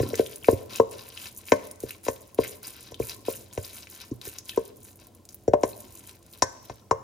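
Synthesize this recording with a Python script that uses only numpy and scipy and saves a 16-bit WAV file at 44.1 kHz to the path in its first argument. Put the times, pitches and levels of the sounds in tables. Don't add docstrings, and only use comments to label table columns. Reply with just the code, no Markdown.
import sys
import numpy as np
from scipy import signal
from scipy.fft import rfft, irfft, next_fast_len
from scipy.io import wavfile

SR = 44100
rng = np.random.default_rng(int(sys.argv[2]) if len(sys.argv) > 2 else 0)


def persist_wave(psi):
    counts = np.round(np.clip(psi, -1, 1) * 32767).astype(np.int16)
    wavfile.write(sys.argv[1], SR, np.atleast_2d(counts).T)


N = 310020
TIME = np.arange(N) / SR
RING_TIME, POP_TIME = TIME[:SR // 2], TIME[:SR // 20]

# pitch_hz, level_db
AIR_TONE = [(20, -29.5), (60, 5), (130, -18.5), (170, 0), (330, -8.5), (600, -7), (1100, -21), (2000, -26),
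            (4000, -25.5), (16000, -28)]
# pitch_hz, level_db
HUM_NOTES = [(91.5, -62), (199.2, -69), (339.1, -66.5), (425.3, -71.5)]
# pitch_hz, fade_s
ECHO_FADE = [(100, 0.62), (450, 0.68), (1000, 0.69), (2500, 0.75), (6000, 0.97), (14000, 0.065)]
# pitch_hz, width_hz, gain_db
RIGHT_SIDE_BANDS = [(611, 50, -19.5), (910, 160, -31.5), (1280, 300, -28.5), (1770, 300, 1.5)]
# pitch_hz, lead_radians
LEFT_LEAD = [(0, 0), (700, .45), (1150, .8), (1850, -1.5), (2700, 1.1), (3250, 1.1), (3800, .3), (6500, .2),
             (9700, -5.7), (16000, -15.8)]
# pitch_hz, left_minus_right_db
LEFT_BALANCE = [(100, -4.5), (300, 1.5), (2400, 2), (4400, 7), (9000, -0.5)]
# time_s, level_db
SPOON_WEIGHT = [(0, -31.5), (.3, -57), (.8, -52.5), (1.25, -60), (1.7, -61.5), (2.3, -61.5), (3.1, -55),
                (4, -61.5), (4.7, -59), (5.3, -63.5), (5.8, -56), (6.2, -64), (7, -59)]
# pitch_hz, level_db
RUMBLE_TONE = [(20, -34), (45, -31.5), (75, -5.5), (105, 1.5), (130, -0.5), (165, -31), (300, -7.5),
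               (900, -56)]
CHURN_TONE = [(100, -21), (200, 3.5), (330, -1.5), (550, -1.5), (800, -11), (1020, 1.5), (1400, -13),
              (3000, -32.5)]
# start_s, length_s, squish_db, fizz_db, loudest_point (0 = start, 1 = end)
FOLDS = [(0.0, 0.11, -44, -43, 0), (0.131, 0.088, -45, -40.5, 0.6), (0.241, 0.14, -55.5, -44.5, 0.6),
         (0.412, 0.22, -49, -44, 0.34), (0.694, 0.094, -44.5, -40, 1), (0.902, 0.25, -52, -46.5, 0.11),
         (1.117, 0.16, -45.5, -38, 0.95), (1.367, 0.18, -61, -52.5, 0), (1.459, 0.2, -49.5, -45.5, .15),
         (1.792, 0.17, -53.5, -46, 0.57), (2.03, .13, -50, -42, 0), (2.2, .12, -62, -58, .3),
         (2.373, 0.18, -47, -41.5, 0.38), (2.622, 0.26, -49, -45, 0.04), (2.987, .16, -47, -39, 0.73),
         (3.246, 0.17, -46, -41.5, 0.34), (3.521, 0.33, -51, -43, 0.79), (3.888, .18, -48.5, -47, 0.6),
         (4.209, 0.17, -49, -43.5, 0.3), (4.441, 0.25, -52.5, -49.5, 0.19), (4.75, .19, -62, -49, 0.8),
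         (4.982, 0.1, -57, -63.5, .4), (5.275, 0.13, -65, -55, .2), (5.594, 0.55, -56.5, -51, 0.08),
         (5.96, .19, -60.5, -53, .7), (6.238, 0.27, -63.5, -53.5, 0.4), (6.519, 0.27, -63.5, -60.5, .85)]
# pitch_hz, level_db
SQUISH_TONE = [(500, -8.5), (1000, -1), (1400, -4), (2300, 0), (4000, 1.5), (6000, 2), (9000, -33),
               (16000, -3.5)]
FIZZ_TONE = [(2000, -33), (4500, -24.5), (6500, -2.5), (8000, 0.5), (10000, 3), (12000, -0.5), (14500, 7),
             (16000, -21)]
# start_s, level_db, pitch_hz
BIG_POPS = [(0.1414, -23, 1910), (0.154, -18.5, 6600), (0.262, -24.5, 3330), (0.358, -21.5, 9800),
            (0.4438, -22, 2370), (0.7582, -16, 7060), (0.9112, -24, 8950), (1.174, -24.5, 2960),
            (1.258, -31, 2400), (1.484, -28.5, 2330), (1.6705, -26.5, 10600), (1.7116, -21.5, 9250),
            (1.8032, -26, 8500), (1.906, -26.5, 2410), (2.05, -21.5, 10000), (2.345, -24.5, 10900),
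            (2.4354, -25, 2170), (2.4469, -24, 2006), (2.63, -22, 10600), (2.9428, -28.5, 3450),
            (3.0948, -19.5, 5070), (3.3028, -20, 13800), (3.647, -27, 4600), (3.87, -33.5, 2300),
            (4.2136, -27, 3775), (4.3845, -18.5, 5940), (4.493, -18, 3380), (5.1486, -31, 10550),
            (5.252, -33.5, 7750), (5.289, -28.5, 5970), (5.3439, -21, 13400), (6.3349, -36, 4060)]
# pitch_hz, level_db, fade_s
BOWL_NOTES = [(66.6, -9, 0.13), (98.6, 8.5, 0.084), (117.5, -5, 0.22), (205, -11, 0.1), (275, -4.5, 0.089),
              (321, 7.5, 0.034), (400, 2.5, 0.089), (451.8, 3.5, 0.12), (532, -1.5, 0.15),
              (594.4, -2, 0.15), (655, 1, 0.055), (709, -17.5, 0.0091), (948, 4, 0.049), (1013, 14, 0.044),
              (1068, 7, 0.08), (1170, -30, 0.048), (1530, -13.5, 0.18), (1653, -13.5, 0.15),
              (1796, -4.5, 0.076), (1976, -1, 0.044), (2110, -9, 0.12), (2460, -13, 0.089),
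              (2735, -18, 0.076), (3300, -6.5, 0.025), (5525, -14, .05), (5700, -6, 0.048),
              (5500, -6, 0.013), (5810, -5.5, 0.043), (6330, -14, 0.11), (6360, -9.5, 0.06),
              (6600, -7, 0.04), (7130, -6, 0.043), (8000, -17, .035)]
# start_s, level_db, pitch_hz, rock_db, wall_db, wood_db, steel_db
# (the last four are added to level_db and set the knock's parts)
SPOON_KNOCKS = [(0.0, -10.5, 460, -14.5, -36, -25.5, -36), (0.029, -17, 368, -23.5, -45.5, -22, -42),
                (0.132, -17, 445, -28.5, -31, -38, -23), (0.194, -5.5, 425, -33.5, -46, -29, -50),
                (0.484, 1.5, 482, -31.5, -22.5, -32, -48), (0.527, -12.5, 382, -13.5, -35.5, -50, -31.5),
                (0.798, -0.5, 484, -35, -15.5, -58, -37.5), (1.52, -0.5, 472, -35, -15, -17, -29),
                (1.834, -19, 404, -21.5, -52, -42, -34), (2.065, -25.5, 498, -42, -14, -16, -16),
                (2.083, -10.5, 490, -28, -15.5, -19, -20.5), (2.387, -5, 441, -29.5, -24.5, -34, -51),
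                (2.919, -32, 486, -16, -20, -24, -16.5), (2.999, -13.5, 425, -19.5, -29, -52, -34),
                (3.282, -12.5, 452, -37, -24, -42, -41), (3.576, -16.5, 484, -15, -23.5, -20.5, -27.5),
                (4.112, -21.5, 290, -13, -43, -50, -32), (4.27, -31.5, 399, -12.5, -44.5, -15, -14),
                (4.574, -8.5, 421, -33.5, -19, -35, -32.5), (5.479, -6, 458, -23.5, -43, -42.5, -33.5),
                (5.535, -1, 575, -34, -19.5, -34, -42.5), (5.634, -5.5, 517, -33, -18, -25.5, -24),
                (6.422, -11, 600, -24.5, -5, -13, -6.5), (6.697, -26, 660, -16, -12, -17.5, -22),
                (6.911, -6.5, 815, -26, -6.5, -24, -26)]


def amp(db):
    return 10 ** (np.asarray(db) / 20)


def unit_level(x):
    return x / np.sqrt(np.mean(x ** 2) + 1e-20)


def unit_peak(x):
    return x / (abs(x).max() + 1e-20)


def look_up(table, hz):
    pitches, values = np.transpose(table)
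    return np.interp(np.log(hz + 1), np.log(pitches + 1), values)


def add(mix, start_s, sound):
    part = mix[max(round(start_s * SR), 0):][:len(sound)]
    part += sound[:len(part)]


def filtered(x, response):
    size = next_fast_len(x.shape[-1] + SR // 4)
    return irfft(rfft(x, size) * response(np.fft.rfftfreq(size, 1 / SR)), size)[..., :x.shape[-1]]


def with_tone(x, tone):
    return unit_level(filtered(x, lambda hz: amp(look_up(tone, hz))))


def band(x, low_hz, high_hz, order=2):
    limits = [low_hz, min(high_hz, SR / 2 - 1)]
    return signal.sosfilt(signal.butter(order, limits, "band", fs=SR, output="sos"), x)


def puff(decay_s, time=RING_TIME):
    return rng.standard_normal(len(time)) * np.exp(-time / decay_s)


def background(air_db=-60, hum_db=-3, waver_radians=0.39):
    air = with_tone(rng.standard_normal(N) + .5 * rng.standard_normal((2, N)), AIR_TONE)
    slow_only = [(1, 2.5), (4, -2.5), (15, -50), (60, -100)]
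    drifts = with_tone(rng.standard_normal((len(HUM_NOTES), N)), slow_only)
    hum = sum(amp(db) * np.sqrt(2) * np.sin(2 * np.pi * hz * TIME + waver_radians * drift)
              for (hz, db), drift in zip(HUM_NOTES, drifts))
    return amp(air_db) * air + amp(hum_db) * hum


def kitchen_echo(x, echoes_per_s=3000, first_echo_s=.006):
    echoes = rng.choice([-1., 1.], (2, SR)) * (rng.random((2, SR)) < echoes_per_s / SR)
    echoes[:, :round(first_echo_s * SR)] = 0
    hz, t, spectrum = signal.stft(echoes, SR, nperseg=256)
    fade = np.exp(-np.log(1000) * t / look_up(ECHO_FADE, hz)[:, None])
    tail = signal.istft(spectrum * fade, SR, nperseg=256)[1]
    return signal.fftconvolve(x[None], tail / np.linalg.norm(tail[0]), axes=1)[:, :N]


def bowl_echo(x, decay_s=0.0065):
    echoes = np.array([band(puff(decay_s, POP_TIME) * (POP_TIME > .0007), 930, 17000) for _ in range(2)])
    return signal.oaconvolve(x[None], echoes / np.linalg.norm(echoes[0]), axes=1)[:, :N]


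def left_and_right(x):
    right = x
    for hz, width_hz, db in RIGHT_SIDE_BANDS:
        right = right - (1 - amp(db)) * signal.lfilter(*signal.iirpeak(hz, hz / width_hz, fs=SR), right)
    side = np.array([[.5], [-.5]])
    balance = lambda hz: amp(side * look_up(LEFT_BALANCE, hz))
    lead = lambda hz: np.exp(1j * side * np.interp(hz, *np.transpose(LEFT_LEAD)))
    return filtered(np.array([x, right]), lambda hz: balance(hz) * lead(hz))


def bubble(hz, cycles, glide):
    age = POP_TIME * hz / cycles
    phase = 2 * np.pi * cycles * (age + glide * (age - 1 + np.exp(-age)))
    return np.sin(phase) * np.exp(-age) * (1 - np.exp(-4 * age))


def crackle(low_hz, high_hz, per_s, cycles, size_db, clump_db, pitches, busy=1):
    clump_tone = [(8, 11.5), (60, -9), (200, -0.5), (600, -86)]
    clumps = amp(clump_db * with_tone(rng.standard_normal(N), clump_tone))
    out = np.zeros(N)
    for hz in np.geomspace(low_hz, high_hz, pitches):
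        hits = np.flatnonzero(rng.random(N) < busy * per_s / pitches / SR)
        snaps = np.zeros(N)
        snaps[hits] = amp(size_db * np.minimum(rng.standard_exponential(N)[hits], 4)) * (-1.) ** hits
        one_snap = bubble(hz, cycles * rng.uniform(0.64, 1.14), glide=rng.uniform(-.1, 0.24))
        out += signal.oaconvolve(snaps, unit_level(one_snap))[:N]
    return out * clumps / np.sqrt(busy)


def dragging(churn_db=-2):
    weight = amp(np.interp(TIME, *np.transpose(SPOON_WEIGHT)))
    rumble = with_tone(rng.standard_normal(N), RUMBLE_TONE)
    churn = crackle(201, 1317, per_s=960, cycles=5.1, size_db=4.5, clump_db=4, pitches=12)
    return weight * (rumble + amp(churn_db) * with_tone(churn, CHURN_TONE))


def folding(rise_s=0.0069, ends_db=-8.5, release_s=0.041, settle_db=-15.5, settle_s=0.14):
    squish_power, fizz_power, t = np.zeros(N), np.zeros(N), TIME[:2 * SR]
    for start_s, length_s, squish_db, fizz_db, loudest_point in FOLDS:
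        after_s = np.maximum(t - length_s, 0)
        arch = amp(np.interp(t / length_s, [0, np.clip(loudest_point, .02, .98), 1], [ends_db, 0, ends_db]))
        settling = amp(settle_db) * np.exp(-after_s / settle_s)
        shape = np.minimum(t / rise_s, 1) * np.maximum(arch * np.exp(-after_s / release_s), settling)
        add(squish_power, start_s, (amp(squish_db) * shape) ** 2)
        add(fizz_power, start_s, (amp(fizz_db) * shape) ** 2)
    return np.sqrt(squish_power), np.sqrt(fizz_power)


def sticky_meat(bubble_db=-4, full_stir_db=-47):
    squish, fizz = folding()
    pace, fizz_pace = np.clip(np.array([squish, fizz]) / amp(full_stir_db), .05, 1)
    tears = crackle(970, 8200, per_s=6000, cycles=0.56, size_db=4, clump_db=4, pitches=20, busy=pace)
    bubbles = crackle(1500, 6000, per_s=820, cycles=6.4, size_db=7.5, clump_db=8, pitches=24, busy=pace)
    films = crackle(3900, 17700, per_s=3400, cycles=0.35, size_db=7, clump_db=3.5, pitches=20,
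                    busy=fizz_pace)
    bubbling = amp(bubble_db) * np.sqrt(pace) * with_tone(bubbles, SQUISH_TONE)
    return squish * (with_tone(tears, SQUISH_TONE) + bubbling) + fizz * with_tone(films, FIZZ_TONE)


def small_pops(per_s=14, above_squish_db=15, low_hz=2180, high_hz=7000):
    squish = folding()[0]
    chance, height = rng.random((2, N))
    hits = np.flatnonzero(chance < per_s / SR * squish / squish.mean())
    level_db = 20 * np.log10(squish[hits]) + above_squish_db
    pitch_hz = low_hz * (high_hz / low_hz) ** height[hits]
    return list(zip(hits / SR, level_db, pitch_hz))


def air_pops(hollow_below_hz=5500, delay_s=0.001053):
    out = np.zeros(N)
    for start_s, level_db, hz in BIG_POPS + small_pops():
        snap = unit_peak(bubble(hz, cycles=1.36, glide=0.03))
        spray = 0.36 * band(puff(0.0028, POP_TIME), hz * 0.98, hz * 3.4)
        hollow = unit_peak(band(puff(0.024, POP_TIME), hz / 1.15, hz * 1.15))
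        smack = 0.14 * hollow / (1 + (hz / hollow_below_hz) ** 4)
        add(out, start_s + delay_s, amp(level_db) * unit_peak(snap + spray + smack))
    return out


def bowl_ring(low_hz, high_hz, centre_hz=None, damping=1, scatter_db=3, detune=.004):
    notes = [note for note in BOWL_NOTES if low_hz < note[0] < high_hz]
    hz, db, fade_s = np.transpose(notes)[:, :, None]
    gain = amp(db + scatter_db * rng.standard_normal(hz.shape))
    hz = hz * (1 + detune * rng.standard_normal(hz.shape))
    if centre_hz:
        gain = gain * np.exp(-.5 * np.log2(hz / centre_hz) ** 2)
    fade = np.exp(-np.log(1000) * damping * RING_TIME / fade_s)
    return unit_peak((gain * fade * np.cos(2 * np.pi * hz * RING_TIME)).sum(0))


def slap(hz, cycles=1.31):
    age = RING_TIME * hz / cycles
    swing = np.sin(2 * np.pi * hz * RING_TIME) * np.exp(-age) * (1 - np.exp(-2.8 * age))
    return unit_peak(np.gradient(swing))


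def spoon_knocks(thump_db=4, clank_db=7, tick_db=8, bright_db=8, lag_s=0.00467, lag_hz=350):
    out = np.zeros(N)
    for start_s, level_db, pitch_hz, rock_db, wall_db, wood_db, steel_db in SPOON_KNOCKS:
        rocking = bowl_ring(30, 280, damping=1.13) * (1 - np.exp(-RING_TIME / 0.0091))
        belly = bowl_ring(180, 800, pitch_hz) + .5 * slap(pitch_hz)
        wall = bowl_ring(800, 1350) + 0.72 * slap(962, cycles=3.2)
        wood = .5 * bowl_ring(1350, 4000, damping=2.2) + unit_peak(puff(0.0019))
        steel = unit_peak(band(bowl_ring(4000, 9000) + unit_peak(puff(0.0055)), 4300, 8500))
        steel += .11 * bowl_ring(1350, 2300, damping=.42)
        knock = unit_peak(band(belly, 205, 1.45 * pitch_hz, order=3))
        knock += amp(rock_db + thump_db) * unit_peak(band(rocking, 30, 360))
        knock += amp(wall_db + clank_db) * unit_peak(band(wall, 740, 1260, order=3))
        knock += amp(wood_db + tick_db) * unit_peak(band(wood, 1200, 3600))
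        knock += amp(steel_db + bright_db) * steel
        add(out, start_s, amp(level_db) * knock)
    return filtered(out, lambda hz: np.exp(-2j * np.pi * lag_s * lag_hz * np.arctan(hz / lag_hz)))


def scene(knock_room_db=-20, meat_room_db=-16, bowl_echo_db=-6):
    knocks = spoon_knocks()
    meat = sticky_meat() + air_pops() + dragging()
    near = left_and_right(knocks + meat) + amp(bowl_echo_db) * bowl_echo(knocks + meat)
    room = kitchen_echo(amp(knock_room_db) * knocks + amp(meat_room_db) * meat)
    return near + room + background()


def record(dry, highest_hz=16200):
    rounded = dry / (1 + dry ** 6) ** (1 / 6)
    low_pass = signal.firwin(511, highest_hz, window=("kaiser", 9), fs=SR)
    return signal.oaconvolve(rounded, low_pass[None], "same")


dry = scene()
out = record(dry)
persist_wave(out)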